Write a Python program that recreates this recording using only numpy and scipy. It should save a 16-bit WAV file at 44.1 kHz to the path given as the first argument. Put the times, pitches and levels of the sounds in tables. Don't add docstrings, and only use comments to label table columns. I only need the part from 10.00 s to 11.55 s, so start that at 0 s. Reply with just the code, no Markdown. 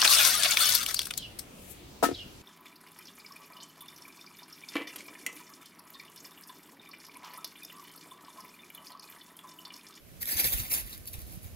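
import sys
import numpy as np
from scipy import signal
from scipy.fft import rfft, irfft, next_fast_len
from scipy.io import wavfile

SR = 44100
rng = np.random.default_rng(int(sys.argv[2]) if len(sys.argv) > 2 else 0)


def to_wav(s):
    ch = np.atleast_2d(s).T
    pcm = np.round(np.clip(ch, -1, 1) * 32767)
    wavfile.write(sys.argv[1], SR, pcm.astype(np.int16))


N = 68355
T = np.arange(N) / SR

# peak t/s, relative level/dB, rise/s, fall/s,
# low body/dB, mid weight/dB, papery upper mids/dB, leaf ring f/Hz, ring height/dB
PRESSES = [(0.084, -67.5, 0.0097, 0.0096, 0, 12, 4, 1035, 28),
           (.14, -69, 0.05, 0.047, 24, 19.5, 2, 1030, 12), (0.218, -34, 0.0058, 0.0067, -2, 0, 3, 1300, 5),
           (0.2301, -31.5, 0.0074, 0.0019, -8, 1, -1.5, 1980, 12.5),
           (0.292, -31, 0.018, 0.013, -8, 6, 3.5, 3670, 2),
           (.318, -31, 0.021, 0.027, -1.5, -0.5, 4, 1910, 11),
           (.399, -23.5, 0.023, 0.017, 0.5, 3.5, 4, 2070, 5),
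           (0.446, -25, 0.01, 0.0115, 2.5, -3, 5.5, 1830, 13.5),
           (0.466, -31, 0.018, 0.037, -7.5, 1, 1.5, 2000, 5),
           (.535, -27.5, 0.03, 0.016, -4, -1.5, -0.5, 3500, 3),
           (0.597, -34, 0.035, 0.012, -9, 1, 4, 2530, 7), (0.628, -40.5, 0.14, 0.11, -1.5, 3.5, 2, 2500, 6),
           (0.717, -27.5, 0.0095, 0.031, -5, -4.5, -2, 2130, 12),
           (0.738, -26.5, 0.0031, 0.02, -2.5, -4, 3.5, 1160, 9),
           (0.77, -35, 0.025, 0.031, 2, 7, 5.5, 4200, -3.5), (.869, -47.5, .049, 0.094, -8, 6, .5, 1700, 6),
           (.935, -45, 0.033, 0.017, 4.5, 0.5, 7.5, 4600, 2),
           (1.079, -42, 0.0092, .008, -20, -6, 0, 4570, 10.5),
           (1.139, -43.5, 0.012, 0.021, 6, -4.5, 4, 2540, 12.5),
           (1.21, -47, 0.041, 0.015, 3, 1.5, 0.5, 4460, 6),
           (1.326, -51.5, 0.074, 0.054, 8.5, -4, 2, 4150, 3),
           (1.447, -51.5, 0.031, 0.041, 8, -3.5, 2, 2460, 9)]


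def from_db(db):
    return 10 ** (np.asarray(db) / 20)


def unit_rms(x):
    return x / np.sqrt(np.mean(x ** 2) + 1e-20)


def in_time(rows):
    return np.interp(T, *np.transpose(rows))


def wander(per_s):
    return np.interp(T * per_s, np.arange(1000), rng.standard_normal(1000))


def bands(colour):
    edges = np.r_[np.geomspace(22, 1400, 12, endpoint=False), np.geomspace(1400, 17000, 19)]
    centres = np.sqrt(edges[1:] * edges[:-1])
    hz, db = np.transpose(colour)
    gains = from_db(np.interp(np.log(centres), np.log(hz), db))
    gains /= np.sqrt(np.sum(gains ** 2 * np.diff(edges)) * 2 / SR)
    filters = [signal.butter(2, band, "band", fs=SR, output="sos") for band in zip(edges, edges[1:])]
    return zip(centres, filters, gains)


def noise(colour, likeness):
    out = 0
    for _, sos, gain in bands(colour):
        out += gain * signal.sosfilt(sos, rng.standard_normal((2, N + SR // 10)))[:, -N:]
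    mid, side = out
    return unit_rms(np.sqrt(1 + likeness) * mid + np.sqrt(1 - likeness) * side * [[1], [-1]])


def hush():
    # f/Hz, relative density/dB
    colour = [(60, 7.5), (170, -30), (280, 0), (400, 1.5), (600, 1.5), (850, -21.5), (1200, -8),
              (1700, -10), (2400, -7), (4000, -13), (5600, -12.5), (8000, -19), (12000, -7.5), (16000, -19)]
    # t/s, level/dB
    drift = [(0, -58.5), (.4, -59.5), (1.55, -57)]
    return from_db(in_time(drift)) * noise(colour, likeness=0.31)


def buffeting():
    # t/s, level/dB
    gusts = [(0, -66.5), (.09, -56), (.19, -53.5), (.28, -57.5), (.40, -58), (.46, -44.5), (.51, -51.5),
             (.61, -45.5), (.67, -55), (.71, -51), (.77, -53.5), (.92, -53.5), (1.04, -54.5), (1.08, -55),
             (1.13, -56.5), (1.27, -52.5), (1.36, -51.5), (1.415, -57.5), (1.45, -52.5), (1.55, -54.5)]
    # f/Hz, relative density/dB
    colour = [(25, -23.5), (50, -5), (90, -3), (140, -11), (250, -13.5), (500, -34), (1000, -36)]
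    return from_db(in_time(gusts)) * noise(colour, likeness=0) * from_db([[0], [6]])


def bumps():
    # t/s, relative level/dB, f/Hz, half-width/s
    thumps = [(0.362, -35, 71, 0.0083), (.452, -29.5, 148, 0.0021), (0.557, -30, 54, 0.013),
              (0.602, -29, 88, 0.0077), (0.62, -35, 55, 0.013), (0.758, -41, 59, 0.017),
              (0.847, -40.5, 48, 0.026), (1.003, -45.5, 94, 0.023), (1.153, -36.5, 87, 0.0079),
              (1.186, -32, 61, 0.0029), (1.238, -40.5, 63.4, 0.017), (1.267, -45, 60, 0.012),
              (1.376, -35, 140, 0.0045), (1.461, -35.5, 89, 0.011), (1.534, -45.5, 79.4, 0.062)]
    s, db, hz, width = np.transpose(thumps)[:, :, None]
    cycles = hz * (T - s) + rng.random((len(thumps), 1))
    swell = from_db(db) * np.exp(-((T - s) / width) ** 2)
    pair = [(swell * np.sin(2 * np.pi * cycles + shift)).sum(axis=0) for shift in (0, np.pi / 2)]
    return np.array(pair) * from_db([[-1.8], [1.8]])


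def scatter(x, t60_s):
    t = T[:SR // 2]
    cloud = rng.standard_normal((2, len(t))) * from_db(-60 * t / t60_s)
    cloud /= np.sqrt(np.sum(cloud ** 2, axis=1, keepdims=True))
    return signal.fftconvolve(x, cloud, axes=1)[:, :N]


def spaced_pair(x):
    # t/s, lead/ms
    lead = [(.3, .487), (.46, .485), (.74, .46), (1.1, .465)]
    spread_ms, right_db = 0.011, 0.6
    lag_ms = np.abs(in_time(lead) + spread_ms * rng.standard_normal(N))
    arrival = np.arange(N) + np.round(lag_ms * SR / 1000).astype(int)
    right = from_db(right_db) * np.bincount(arrival, x)[:N]
    return np.array([x, right]) + 1e-18


def round_the_case(pair):
    # f/Hz, phase/rad
    case_shift = [(100, -0.37), (500, -1.06), (1000, -0.74), (1800, -0.82), (2500, -0.55), (3000, 0.61),
                  (4200, 0.51), (6300, -1.6), (9000, 0.12), (12000, -0.36), (15000, 0.53)]
    size = next_fast_len(N + SR // 10)
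    shift = np.interp(np.arange(size // 2 + 1) * SR / size, *np.transpose(case_shift))
    right = irfft(rfft(pair[1], size) * np.exp(-1j * shift), size)[:N]
    return np.array([pair[0], right])


def snaps():
    # t/s, relative level/dB, ring f/Hz
    breaks = [(0.21, -43, 14000), (0.2176, -45, 11700), (0.2291, -27.5, 12200), (.2560, -27.5, 12100),
              (0.2873, -42, 12400), (0.2936, -40, 12300), (0.357, -35, 12100), (0.36, -35, 12100),
              (.3789, -43, 12400), (0.3896, -25, 12200), (0.443, -21, 11900), (0.4507, -20, 10000),
              (0.469, -32, 11900), (.5266, -40, 13000), (0.5365, -24, 14000), (0.584, -28.5, 13000),
              (0.595, -31, 13000), (0.601, -25, 13200), (0.7202, -28, 11000), (0.7383, -21, 13000),
              (0.7481, -27, 11100), (0.7647, -31, 12200), (0.774, -38, 12500), (0.8089, -32, 12200),
              (0.948, -45, 4300), (.9780, -37, 12000), (1.0561, -37.5, 11700), (1.0745, -33.5, 11200),
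              (1.0779, -41.5, 4500), (1.0840, -48, 4520), (1.1340, -37, 12100), (1.14, -39, 2760),
              (1.191, -39, 12000), (1.219, -38.5, 11900)]
    decay_s, ring_width_hz, crack_db = 0.00094, 2000, -3.5
    low_cut = signal.butter(2, 1500, "high", fs=SR, output="sos")
    out = 0
    for s, db, hz in breaks:
        tear = spaced_pair((T >= s) * np.exp(-np.abs(T - s) / decay_s) * rng.choice([-1, 1], N))
        resonance = signal.iirpeak(hz, hz / ring_width_hz, fs=SR)
        ring = np.sqrt(SR / (np.pi * ring_width_hz)) * signal.lfilter(*resonance, tear)
        crack = from_db(crack_db) * signal.sosfilt(low_cut, tear)
        out += from_db(db) * (ring + crack)
    return out


def paws():
    s, db, rise, fall = np.transpose(PRESSES)[:4, :, None]
    swell = np.exp(-np.where(T < s, (s - T) / rise, (T - s) / fall))
    power = (from_db(db) * swell) ** 2 + 1e-18
    total = power.sum(axis=0)
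    return np.sqrt(total), power / total


def press_colour(hz):
    ranges_hz = [640, 1680, 4220, 11000]
    return np.array([np.interp(np.log(hz), np.log(ranges_hz), [*press[4:7], 0]) for press in PRESSES])


def leaf_ring(shares):
    hz, db = np.transpose(PRESSES)[7:]
    stray_octaves = 0.12 * wander(per_s=66)
    return 2 ** (np.log2(hz) @ shares + stray_octaves), db @ shares


def cracking(level):
    full_press_db, full_cracks_per_s = -28, 5000
    rate = full_cracks_per_s * (level / from_db(full_press_db)) ** 0.45
    chance = np.minimum(rate / SR, 1)
    sizes = unit_rms(from_db(np.minimum(rng.exponential(1, N), 3.5)))
    return (rng.random(N) < chance) * sizes * level / np.sqrt(chance) * from_db(-1)


def litter_shiver(cracks, t60_s):
    decay = from_db(-120 / (t60_s * SR))
    return np.sqrt(signal.lfilter([1 - decay], [1, -decay], cracks ** 2 + 1e-18))


def leaves():
    # f/Hz, relative density/dB
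    spectrum = [(150, -12), (240, -5), (400, -13), (700, -4), (1000, -16), (1300, -7), (1700, -9.5),
                (2300, -7.5), (2900, -11.5), (3600, -8.5), (4400, -10.5), (5200, -9.5), (6700, -9),
                (8100, -11), (9800, -5), (11900, 3), (14000, -2.5), (15800, -2.5)]
    crack_spread_db, ring_half_width_octaves = 3.5, 0.16
    level, shares = paws()
    cracks = cracking(level)
    shiver = from_db(-5) * litter_shiver(cracks, t60_s=0.012)
    ring_hz, ring_height_db = leaf_ring(shares)
    out = np.zeros((2, N))
    for hz, sos, gain in bands(spectrum):
        crack_gains = unit_rms(from_db(crack_spread_db * rng.standard_normal(N)))
        crack_gains *= rng.choice([-1, 1], N)
        ring_db = ring_height_db * np.exp(-(np.log2(hz / ring_hz) / ring_half_width_octaves) ** 2)
        leaf_db = 3.5 * wander(per_s=70)
        colour = from_db(press_colour(hz) @ shares + ring_db + leaf_db)
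        crunch = cracks * crack_gains + shiver * rng.standard_normal(N)
        out += gain * signal.sosfilt(sos, spaced_pair(crunch * colour))
    return out


def scene():
    near = round_the_case(leaves() + snaps())
    reflections = from_db(-6.5) * scatter(near, t60_s=0.16)
    return near + reflections + buffeting() + bumps() + hush()


def record(dry):
    cutoff_hz = 15650
    return signal.sosfilt(signal.ellip(12, .1, 80, cutoff_hz, fs=SR, output="sos"), dry)


dry = scene()
out = record(dry)
to_wav(out)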